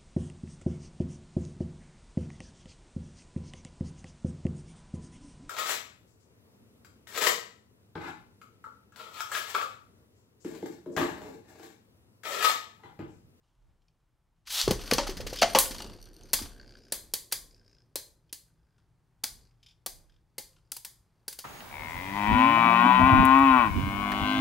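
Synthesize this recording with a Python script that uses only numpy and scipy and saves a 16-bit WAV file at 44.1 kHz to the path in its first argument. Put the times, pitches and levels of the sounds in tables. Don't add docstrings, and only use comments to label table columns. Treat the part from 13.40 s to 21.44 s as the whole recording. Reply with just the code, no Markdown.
import sys
import numpy as np
from scipy import signal
from scipy.fft import rfft, irfft, next_fast_len
from scipy.io import wavfile
from scipy.ndimage import uniform_filter1d

SR = 44100
rng = np.random.default_rng(int(sys.argv[2]) if len(sys.argv) > 2 else 0)


def invert_db(level):
    return 10 ** (np.asarray(level, dtype=float) / 20)


def to_wav(sig):
    pcm = np.clip(np.atleast_2d(sig), -1, 1) * 32767
    pcm = np.round(pcm).astype(np.int16)
    wavfile.write(sys.argv[1], SR, pcm.T)


N = 354563
T = np.arange(N) / SR


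def unit(x):
    return x / np.sqrt(np.mean(x ** 2))


def colour(x, points):
    hz, db = np.transpose(points)
    n = next_fast_len(x.shape[-1])
    f = np.maximum(np.arange(n // 2 + 1) * SR / n, 1)
    gain = invert_db(np.interp(np.log(f), np.log(hz), db))
    return irfft(rfft(x, n) * gain, n)[..., :x.shape[-1]]


def ring(x, modes):
    click = np.eye(1, 8192)[0]
    body = 0
    for k, (hz, width, db) in enumerate(modes):
        body = body + (-1) ** k * invert_db(db) * signal.lfilter(*signal.iirpeak(hz, hz / max(width, 5), SR), click)
    return signal.oaconvolve(x, body / np.sqrt(np.sum(body ** 2)))[:len(x)]


def walk(rate):
    k = int(SR / rate)
    held = np.repeat(rng.standard_normal(N // k + 1), k)
    return unit(uniform_filter1d(uniform_filter1d(held, k), k)[:N])


def grit(per_s, spread_db):
    out, count = np.zeros(N), int(per_s * N / SR)
    sizes = invert_db(spread_db * rng.exponential(size=count)) * rng.standard_normal(count)
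    out[rng.integers(N, size=count)] = sizes
    return unit(out)


def curves(table):
    s, *columns = np.transpose(table)
    return [np.interp(T, s, c) for c in columns]


# start_s [s], clack_db [dB], boom_db [dB], boom_hz [Hz], metal_ring_hz [Hz]
CLACKS = [(2.932, -14, -26, 510, 4700), (3.5217, -20.5, -29.5, 536, 4140),
          (3.7368, -19.5, -31.5, 490, 4550), (3.923, -18.5, -36, 536, 4780),
          (4.557, -22.5, -31.5, 518, 4126), (4.927, -30, -49.5, 407, 4250), (5.8368, -20, -39.5, 559, 4720),
          (6.4614, -25.5, -38, 562, 4700), (6.9815, -27, -44, 396, 4500), (7.3178, -31.5, -54.5, 403, 4810),
          (7.3652, -35.5, -55, 485, 4800), (7.448, -32, -50.5, 520, 5050), (7.88, -28.5, -43.5, 429, 4750),
          (7.9266, -40, -55.5, 503, 4760), (7.9885, -30.5, -42.5, 507, 4730)]
# rim_db [dB], sheen_db [dB], both above the clack, chatter_ms [ms]
CLACK_TOUCH = [(-17.5, -3, 11), (-14, 0.5, 4), (-19.5, -1.5, 5), (-15.5, -2.5, 5.33), (-19, -3, 5.5),
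               (-25.5, -2, 5.3), (-19, -4, 6.5), (-20, -2, 6), (-20, -2.5, 5.5), (-27.5, 1.5, 5.1),
               (-22, 0, 5.85), (-16, -1, 6.16), (-20.5, -0.5, 5.46), (-13.5, 0, 6), (-18.5, -4, 6.1)]
# start_s [s], clack_db [dB], rim_db [dB],
# sheen_db [dB above the clack], chatter_ms [ms]
BOUNCES = [(1.214, -11.5, -24, -20.5, 1.2), (1.2785, -19, -14, -19, 3.5), (1.3086, -18.5, -12, -9.5, 6.4),
           (1.512, -12.5, -7.5, -16, 2.6), (1.5344, -15.5, -20, -9, 4.4),
           (1.5819, -12.5, -10.5, -26.5, 3.6), (2.0157, -19, -11, -17, 6.1), (2.0191, -16.5, -6, -25, 5.9),
           (2.0261, -15.5, -6.5, -20, 7.6), (2.1487, -12, -6.5, -21.5, 7.1), (2.16, -18, -7, -8, 1.6),
           (2.1868, -6.5, -20, 1.5, 2.5)]
# start_s [s], level_db [dB]
HOPS = [(1.0716, -37.5), (1.1033, -32), (1.412, -36.5), (1.457, -39.5), (1.6688, -28.5), (1.695, -32.5),
        (1.7686, -34), (1.804, -35.5), (1.866, -29), (1.8968, -38.5), (1.93, -31.5), (1.9574, -34),
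        (2.3093, -30.5), (2.3443, -40.5), (2.385, -37.5), (2.419, -40.5), (3.021, -36.5), (3.914, -39.5)]
# pitch_hz [Hz], width_hz [Hz], level_db [dB]
BODY = [(3040, 1700, -8.5), (4240, 450, 1.5), (4750, 310, 2.5), (5194, 290, 1), (5980, 820, -3)]
# pitch_hz [Hz], width_hz [Hz], level_db [dB]
RIM = [(1100, 150, -2), (1520, 210, 1), (1990, 620, -1), (2810, 670, 1), (3350, 460, -0.5)]
# pitch_hz [Hz], width_hz [Hz], level_db [dB]
SHEEN = [(10000, 6400, 12), (15000, 16100, 6)]
RADIATION_DB = (-10, -2, -2.5)


def blows():
    force, click, t = np.zeros((3, N + SR)), np.zeros((3, N)), T[:SR // 10]
    hops = [(s, db, -11.5, -14, 13) for s, db in HOPS]
    clacks = [(s, db, *touch) for (s, db, *_), touch in zip(CLACKS, CLACK_TOUCH)]
    for s, db, rim_db, sheen_db, ms in BOUNCES + hops + clacks:
        i, size = int(s * SR), invert_db(db + np.array([0, rim_db, sheen_db]))
        chatter = 1 / (1 + (t * 1000 / max(ms, .5)) ** 4)
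        settling = 0.33 * np.exp(-t / .02)
        snap = 0.45 * np.exp(-t / 0.0002)
        shape = np.minimum(t / 0.00005, 1) * (chatter + settling + snap)
        force[:, i:i + len(t)] += size[:, None] * shape
        echoes = i + np.cumsum([0, *rng.integers(9, 90, 3)])
        click[:, echoes] += np.outer(size * np.sqrt(np.sum(shape ** 2)), [.95, .1, -.1, .1])
    contacts = grit(14000, spread_db=0.9)
    force = force[:, :N] * contacts * np.sign(rng.standard_normal((3, N)))
    click[2] *= -1
    parts = (BODY, RIM, SHEEN)
    return [sum(invert_db(db) * ring(f, modes) for db, f, modes in zip(RADIATION_DB, push, parts))
            for push in (force, click)]


def sing():
    linger_db, linger_s = -39, 0.3
    out, t = np.zeros(N + SR), T[:SR // 3]
    for (s, db, *_, hz), chance in zip(CLACKS, rng.random((len(CLACKS), 32))):
        i = int((s + .002) * SR)
        pair = np.sin(2 * np.pi * hz * t) + 0.4 * np.sin(2 * np.pi * 1.13 * hz * t)
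        cluster = sum(np.sin(2 * np.pi * (hz * (.94 + 0.13 * u) * t + turn)) for u, turn in chance.reshape(-1, 2))
        fading = invert_db(-11) * pair * np.exp(-t / 0.0045) + invert_db(linger_db - 60 * t / linger_s) * cluster
        out[i:i + len(t)] += invert_db(db) * fading * np.minimum(t / 0.0012, 1)
    return out[:N]


# start_s [s], level_db [dB], pitch_hz [Hz], ring_s [s], thump_db [dB above it]
THUDS = [(1.277, -14, 404, 0.068, -10), (1.306, -18.5, 356, 0.069, -9.5), (1.334, -36, 380, 0.075, -10),
         (1.511, -23.5, 693, 0.042, -10.5), (1.512, -27, 1148, 0.084, -28.5),
         (1.523, -18, 481, 0.11, -16.5), (1.521, -22.5, 249, 0.086, -14.5), (1.581, -25, 567, 0.19, -23.5),
         (1.582, -20.5, 919, 0.1, -31), (1.582, -25, 1173, 0.068, -29.5), (1.582, -27.5, 305, 0.1, -15),
         (1.309, -20.5, 516, 0.057, -22), (1.31, -20.5, 190, 0.065, -13), (1.667, -28, 1270, 0.031, -30),
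         (1.277, -24, 1100, 0.04, -30), (1.667, -33, 800, 0.073, -15), (1.691, -26.5, 380, 0.085, -13),
         (1.768, -39, 227, 0.16, -4.5), (1.801, -29, 510, 0.061, -18), (1.865, -29, 434, 0.074, -12.5),
         (1.928, -25, 510, 0.038, -28), (2.0205, -9, 676.4, 0.11, -40.5), (2.029, -12, 784, 0.04, -42),
         (2.024, -24, 1323, 0.07, -41), (2.044, -21, 623, 0.053, -42), (2.019, -25.5, 417, 0.068, -31.5),
         (2.149, -9.5, 858, 0.047, -33), (2.172, -22, 1060, 0.14, -40.5), (2.154, -11, 535, 0.092, -35),
         (2.154, -16, 1129, 0.08, -41), (2.186, -25, 905, 0.085, -23), (2.308, -32.5, 260, 0.04, -6.5),
         (3.015, -33, 289, 0.095, -2)]
# start_s [s], level_db [dB], pitch_hz [Hz]
KNOCKS = [(2.935, -26, 1100), (3.522, -32.5, 293.6), (3.522, -54, 859), (3.737, -38, 755),
          (3.923, -33.5, 826), (4.556, -44, 894), (4.559, -38, 356), (4.927, -48.5, 300.2),
          (5.835, -41, 1150), (5.839, -35, 1466), (5.838, -40, 204), (6.462, -40.5, 745),
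          (6.464, -35, 1150), (6.981, -35, 2136), (6.982, -44.5, 501), (5.838, -35, 2114),
          (6.981, -62, 963), (6.982, -47.5, 250), (6.982, -55, 1524), (7.319, -43, 1353),
          (7.319, -48.5, 862), (7.366, -45.5, 970), (7.45, -44.5, 947), (7.879, -46, 815),
          (7.88, -37, 1560), (7.988, -48.5, 786), (7.986, -46.5, 1560)]
# pitch_hz [Hz], width_hz [Hz], level_db [dB]
BOWL = [(250, 110, -5.5), (380, 37, -5.5), (548, 25, 1), (654, 28, -6.5), (830, 130, -2.5)]
# pitch_hz [Hz], width_hz [Hz], level_db [dB]
TABLE = [(73, 11, 0.5), (115, 48, 0.5), (171, 70, -2.5)]


def thuds():
    boom_s, table_thump_db = 0.036, -28
    tone, push, t = np.zeros(N + SR), np.zeros((2, N + SR)), T[:SR // 4]
    booms = THUDS + [(s, db, hz, boom_s, table_thump_db) for s, _, db, hz, _ in CLACKS]
    booms = booms + [(s, db, hz, boom_s, table_thump_db) for s, db, hz in KNOCKS]
    for (s, db, hz, t60, thump_db), (up, down, turn) in zip(booms, rng.random((len(booms), 3))):
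        i = int(s * SR)
        trio = np.sin(2 * np.pi * hz * t)
        trio += .45 * np.sin(2 * np.pi * (hz * (1.05 + .06 * up) * t + .2 * turn))
        trio += .45 * np.sin(2 * np.pi * (hz * (.95 - .06 * down) * t - .2 * turn))
        tone[i:i + len(t)] += invert_db(db) * trio * np.minimum(t / 0.0014, 1) * invert_db(-60 * t / max(t60, .02))
        push[:, i:i + len(t)] += invert_db(db + np.array([[0], [thump_db]])) * np.exp(-t / 0.014)
    push = push[:, :N] * rng.standard_normal(N)
    return tone[:N] + invert_db(-18.5) * ring(push[0], BOWL) + invert_db(-4) * ring(push[1], TABLE)


# start_s [s], rasp_db [dB], sheen_db [dB above the rasp]
CORD = [
    (1.05, -62, -25),
    (1.07, -55.5, -5),
    (1.126, -34.5, -1),
    (1.2, -27, -7),
    (1.3, -55, -4),
]
# freq_hz [Hz], density_db [dB per Hz]
RASP = [(120, -57), (200, -35), (468, -20), (819, -10.5), (998, -10), (1700, -8), (2400, -7.5), (3300, 2),
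        (5200, -1), (7500, -11.5), (9750, -40), (16500, -120)]


def cord():
    rasp_db, sheen_db = curves(CORD)
    on = np.clip((T - 1.052) / 0.01, 0, 1) * np.clip((1.3 - T) / 0.019, 0, 1)
    teeth = grit(11000, spread_db=-1.0) * invert_db(.8 * walk(150))
    return on * invert_db(rasp_db) * (unit(colour(teeth, RASP)) + invert_db(sheen_db) * unit(ring(teeth, SHEEN)))


def skips(turns, even, patchy_db, per_s, share):
    bunched = even + np.exp(-(turns % 1) / share)
    return unit(grit(per_s, spread_db=-1.0) * bunched * invert_db(patchy_db * walk(25)))


# start_s [s], length_s [s], whirr_db [dB], whirr_hz [Hz], scrape_db [dB]
LEANS = [
    (2.45, 0.27, -77, 4600, -81),
    (2.73, .17, -86, 4700, -84.5),
    (3.058, 0.15, -86, 4662, -74.5),
    (3.198, 0.16, -67.5, 4750, -72.5),
    (3.37, .15, -60, 5023, -78.5),
    (4.111, 0.31, -69.5, 5100, -88.5),
    (5.064, 0.37, -93, 4940, -92),
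    (5.95, 0.13, -69, 4650, -100.5),
    (6.697, 0.072, -92.5, 4775, -84.5),
    (7.16, .15, -89.5, 4900, -103),
]


def leaning():
    fade_s, climb, climb_s = 0.015, 0.042, 0.04
    whirr, scrape, hz = np.zeros(N), np.zeros(N), np.full(N, 4700.)
    spin_hz = 92 * np.exp(-.105 * T)
    turns = np.cumsum(spin_hz * (1 + 0.031 * walk(32))) / SR
    for s, length, whirr_db, whirr_hz, scrape_db in LEANS:
        rise, fall = (T - s) * 3 + fade_s, (s + length - T) / 2 + fade_s
        on = np.clip(np.minimum(rise, fall) / fade_s, 0, 1)
        whirr, scrape = whirr + invert_db(whirr_db) * on, scrape + invert_db(scrape_db) * on
        hz = np.where(on > 0, whirr_hz * (1 - climb * np.exp(-np.maximum(T - s, 0) / climb_s)), hz)
        turns = np.where(T > s - fade_s, turns - turns[int(s * SR)], turns)
    return whirr, scrape, hz, turns


# pitch_hz [Hz], width_hz [Hz], level_db [dB]
GAP = [(1600, 200, -9), (2576, 500, -7.5), (3830, 170, -2), (5100, 1600, -4), (7400, 1300, -14.5)]


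def whirring(skip_db):
    lean, scrape, whirr_hz, turns = leaning()
    spin = skips(turns, .12, patchy_db=2.5, per_s=14000, share=.16)
    roughness = uniform_filter1d(spin * np.sin(2 * np.pi * np.cumsum(whirr_hz) / SR) * 0 + spin, size=60)
    roughness = uniform_filter1d(roughness, size=40)
    whirr = unit(roughness * np.sin(2 * np.pi * np.cumsum(whirr_hz) / SR))
    whirr += invert_db(-5.5) * ring(spin, GAP)
    whirr *= invert_db(-51 + skip_db + 50.0) * np.clip((T - 2.2) / 0.11, .3, 1) + lean
    rub = skips(turns, 0.06, patchy_db=3, per_s=14000, share=.12)
    return whirr, scrape * invert_db(7) * ring(rub, [(1570, 110, 0), (3350, 500, -14)])


# pitch_hz [Hz], width_hz [Hz], level_db [dB]
RATTLE = [(2850, 250, -6), (4450, 320, 3), (5950, 240, 2), (9000, 330, 0), (11900, 400, -3),
          (13800, 500, -10)]


def rattling():
    wobbles = np.cumsum(29 * (1 + 0.059 * walk(22))) / SR
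    knocks = skips(wobbles, 0.25, patchy_db=4, per_s=4000, share=.2)
    bare = knocks * np.sign(rng.standard_normal(N))
    return ring(knocks, RATTLE) + invert_db(-1.5) * ring(knocks, RIM) + invert_db(-16) * bare


# start_s [s], level_db [dB]
JOLTS = [(.16, -65.5), (1.05, -61), (1.23, -37), (1.37, -57), (1.5, -38.5), (1.63, -40), (1.77, -41),
         (2.002, -47), (2.15, -44), (2.272, -50.5), (2.41, -48), (2.6, -55), (2.78, -54), (2.93, -44.5),
         (3.18, -56), (3.531, -56.5), (3.94, -58.5), (4.57, -71.5), (5.85, -58), (6.47, -58), (6.98, -67),
         (7.88, -83)]


def jolted():
    since = [(np.maximum(T - s, 0) / 0.076, db) for s, db in JOLTS]
    return np.sqrt(sum((invert_db(db) * u * np.exp(1 - u)) ** 2 for u, db in since))


# pitch_hz [Hz], width_hz [Hz], level_db [dB]
DRONE = [(104, 26, -3), (241, 13, -2), (289, 340, -1.5), (414.7, 380, -2)]


def droning(skip_db):
    lagged_db = np.maximum(skip_db, np.interp(T - .35, T, skip_db))
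    level = invert_db(-46 + 0.67 * (lagged_db + 51.5)) + invert_db(-13.5) * jolted() * (T > 1.2)
    level = level * np.where(abs(T - 1.2) < .07, .1, 1)
    return invert_db(-7) * level * ring(grit(2200, spread_db=1.2), DRONE)


# start_s [s], level_db [dB]
ROLL = [(1.12, -105), (1.25, -63.5), (1.48, -49), (1.9, -61.5), (2.1, -41), (2.28, -68), (2.53, -58),
        (2.68, -77), (2.715, -79.5), (2.75, -65.5), (2.95, -60), (3.18, -69), (3.9, -77), (4.14, -84),
        (4.41, -86.5), (5.75, -99), (6.54, -94), (8.04, -89.5)]
# pitch_hz [Hz], width_hz [Hz], level_db [dB]
HUM = [(59, 9, 0.5), (115, 11, 1.5), (162.56, 15, -5)]


def rolling():
    (skip_db,) = curves(ROLL)
    landed = T > 1.28
    whirr, scrape = whirring(skip_db)
    tops = landed * (invert_db(skip_db - 3.0) * rattling() + invert_db(-3.5) * whirr)
    hum = invert_db(-68.5) * ring(rng.standard_normal(N), HUM) * np.where(landed, 1, .45)
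    return tops + hum + scrape + droning(skip_db)


# start_s [s], level_db
# [dB], scrape_ms [ms]
SCRAPES = [(2.236, -34.5, 7.6), (2.255, -36, 13.4), (2.3447, -34.5, 5.6), (2.363, -37.5, 2.3),
           (2.3846, -44, 2.6), (2.4021, -35, 7), (2.4425, -37.5, 5.1), (2.462, -41, 4.4),
           (2.496, -43.5, 4.5), (2.516, -65, 3.9), (2.55, -72.5, 7.1), (2.585, -55.5, 7), (2.658, -54, 11),
           (0.03, -81.5, 210), (0.22, -88, 170), (0.41, -88, 150), (0.6, -95, 170), (0.8, -95, 170),
           (.96, -88, 100), (2.809, -53, 6.4), (2.85, -66.5, 6.7), (2.894, -57, 5.9), (5.38, -68, 11),
           (1.391, -41, 10), (1.435, -42.5, 9.8), (1.476, -41.5, 23), (1.72, -42.5, 8.4), (1.63, -38.5, 13),
           (2.988, -33.5, 7.9), (3.053, -43.5, 7.5), (7.129, -67.5, 10), (7.162, -61.5, 8.2),
           (7.182, -69, 6.4)]
# pitch_hz [Hz], width_hz [Hz], level_db [dB]
WALL = [(450, 570, -1), (1150, 350, 3), (1470, 140, 2.5), (2804, 690, 0.5), (4600, 3300, -4.5),
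        (9000, 5900, -16)]


def scrapes():
    rub, t = np.zeros(N), T[:SR // 5]
    for s, db, ms in SCRAPES:
        i = int(s * SR)
        rub[i:i + len(t)] += invert_db(db) * np.minimum(t / 0.0016, 1) * np.exp(-t * 1000 / max(ms, 1))
    return ring(rub * grit(12000, spread_db=2.2), WALL)


# start_s [s], level_db [dB], pitch_hz [Hz], ring_s [s]
TICKS = [(2.347, -36, 4400, .02), (2.364, -37, 3500, .02), (2.3833, -33, 4430, .02),
         (2.406, -43.5, 4700, .02), (2.4211, -30, 4740, .02), (2.446, -41, 4700, .02),
         (2.562, -63, 4760, .015), (2.588, -60.5, 4520, .012), (2.741, -49, 4500, .012),
         (2.472, -39, 4700, 0.033), (2.528, -61, 5110, 0.027), (2.605, -52, 4530, 0.0071),
         (2.6268, -39.5, 5920, 0.0246), (2.641, -45, 4340, 0.013), (2.614, -43, 4400, 0.012),
         (2.673, -51, 4400, 0.014), (2.688, -48.5, 4400, 0.012), (2.749, -51, 4500, 0.012),
         (2.776, -56, 4300, 0.012), (2.793, -52.5, 4400, 0.011), (3.389, -55, 5000, 0.022),
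         (2.6552, -43.5, 5920, 0.033), (2.7323, -48, 4500, 0.01901), (2.765, -44.5, 4300, 0.0081),
         (2.809, -50, 4560, 0.025), (2.834, -43, 6330, 0.031), (2.8724, -57.5, 4760, 0.03),
         (2.91, -50.5, 5920, 0.02287), (3.147, -55, 4560, 0.028), (3.181, -54.5, 4560, 0.027),
         (3.2146, -66.5, 4360, 0.03), (3.2914, -67, 4500, 0.024), (3.32, -65, 4740, 0.033),
         (3.3736, -58, 4920, 0.053), (3.454, -62, 4960, 0.043)]


def ticks():
    taps, tone, t = np.zeros(N), np.zeros(N), T[:SR // 10]
    for s, db, hz, t60 in TICKS:
        i = int(s * SR)
        taps[i:i + len(t)] += invert_db(db) * np.exp(-t / 0.0025)
        tone[i:i + len(t)] += invert_db(db - 7) * np.sin(2 * np.pi * hz * t) * invert_db(-60 * t / max(t60, .005))
    return invert_db(-5.5) * ring(taps * rng.standard_normal(N), RATTLE) + tone


# start_s [s], level_db [dB], pitch_hz
# [Hz], scuff_ms [ms]
SCUFFS = [(0.4194, -69, 4200, 7.3), (0.4823, -59.5, 4430, 4.1), (1.97, -33, 2880, 25),
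          (1.9871, -28, 4670, 19), (4.894, -58, 3300, 7.4), (6.1091, -65, 2225, 8.4),
          (6.1393, -76.5, 2312, 13), (6.1997, -73, 3350, 12.5), (6.2292, -48.5, 3170, 12),
          (6.262, -46, 3590, 9.8), (6.2844, -51.5, 3595, 19), (6.309, -60, 3550, 15),
          (6.696, -59, 3304, 8.7), (6.7214, -65, 3160, 8.7), (6.741, -65, 3400, 8), (6.762, -67, 3350, 8)]
# pitch_hz [Hz], width_hz [Hz], level_db [dB]
GRIP = [(1570, 140, -12), (2430, 180, -3), (3150, 150, 2), (3600, 180, 1), (5100, 450, 0),
        (7400, 1700, -17), (10500, 2700, -21)]


def scuffs():
    rub, ping, t = np.zeros(N), np.zeros(N), T[:SR // 5]
    for s, db, hz, ms in SCUFFS:
        i = int(s * SR)
        rub[i:i + len(t)] += invert_db(db) * np.minimum(t / 0.00041, 1) * np.exp(-t * 1000 / max(ms, 1))
        ping[i:i + len(t)] += invert_db(db - 8) * np.sin(2 * np.pi * hz * t) * np.exp(-t / .004)
    return invert_db(-6.5) * ring(rub * rng.standard_normal(N), GRIP) + ping


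def swaying():
    mid, side = [ring(rng.standard_normal(N), [(35.4, 6.2, 0)]) for _ in range(2)]
    mid = mid / np.sqrt(uniform_filter1d(mid ** 2, SR // 12) + 0.057)
    return (jolted() + invert_db(-76.5)) * (mid + invert_db(-7.0) * side * np.array([[1], [-1]]))


# freq_hz [Hz], t60_s [s]
ROOM = [(150, 0.46), (500, 0.5), (1500, 0.31), (2800, 0.32), (4600, 0.33), (8000, 0.33), (12000, 0.3),
        (16000, 0.23)]
# freq_hz [Hz], side_db [dB]
ROOM_SIDE = [(100, -4.5), (500, -11), (1200, -9.5), (2500, -10), (5000, -10.5), (9000, 1), (14000, -7)]


def room(x):
    t, tail = T[:SR // 2 + SR // 4], 0
    hz, t60 = np.transpose(ROOM)
    for f in 90 * 2 ** np.arange(0, 8, .5):
        half_octave = [(f / 2 ** .5, -40), (f / 2 ** .25, -3), (f, 0), (f * 2 ** .25, -3), (f * 2 ** .5, -40)]
        band = colour(rng.standard_normal((2, len(t))), half_octave)
        tail = tail + band * invert_db(-60 * t / np.interp(np.log(f), np.log(hz), t60))
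    mid, side = tail * np.clip((t - .002) / 0.0062, 0, 1) / np.sqrt(np.sum(tail[0] ** 2))
    side = colour(side, ROOM_SIDE)
    return invert_db(-6.5) * signal.fftconvolve(x[None], np.array([mid + side, mid - side]), axes=1)[:, :N]


def moved(x):
    place = np.searchsorted(np.array(CLACKS)[:, 0] - .003, T) % 3
    return sum(room(x * (place == k)) for k in range(3))


# freq_hz [Hz], density_db [dB per Hz]
AIR = [(21, -35), (35, -3), (81, -17.5), (112, -12.5), (217, -24), (253, -14.5), (280, -24.5), (318, -19),
       (465, -29), (854, -20.5), (2740, -34), (15000, -44.5)]


def air():
    mid, side = colour(rng.standard_normal((2, N)), AIR) * invert_db(1.5 * walk(1.5))
    return invert_db(-77.5) * (mid + invert_db(-10.5) * side * np.array([[1], [-1]])) / np.std(mid)


def scene():
    near, spread = blows()
    roll, boom = rolling(), thuds()
    small = ticks() + scuffs()
    rest = sing() + cord() + scrapes()
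    wet = moved(spread + rest + invert_db(-7) * boom + invert_db(-5) * (roll + small))
    lean_left = invert_db(np.array([[1.36], [-1.36]]) / 2)
    return lean_left * (near + rest + small + boom + roll + wet) + swaying() + air()


def band_limit(x):
    return signal.sosfilt(signal.butter(12, 16990, fs=SR, output="sos"), x)


# freq_hz [Hz], level_db [dB]
MIC = [(9000, 0.5), (12000, -1), (15000, -3), (17000, -3.5)]


def record(dry):
    loaded = np.tanh(dry / 1.714) * 1.55 + invert_db(-95.0) * rng.standard_normal(N)
    loaded = signal.sosfilt(signal.ellip(6, 1, 31, 15750, fs=SR, output="sos"), loaded)
    return band_limit(colour(loaded, MIC))


dry = scene()
out = record(dry)
to_wav(out)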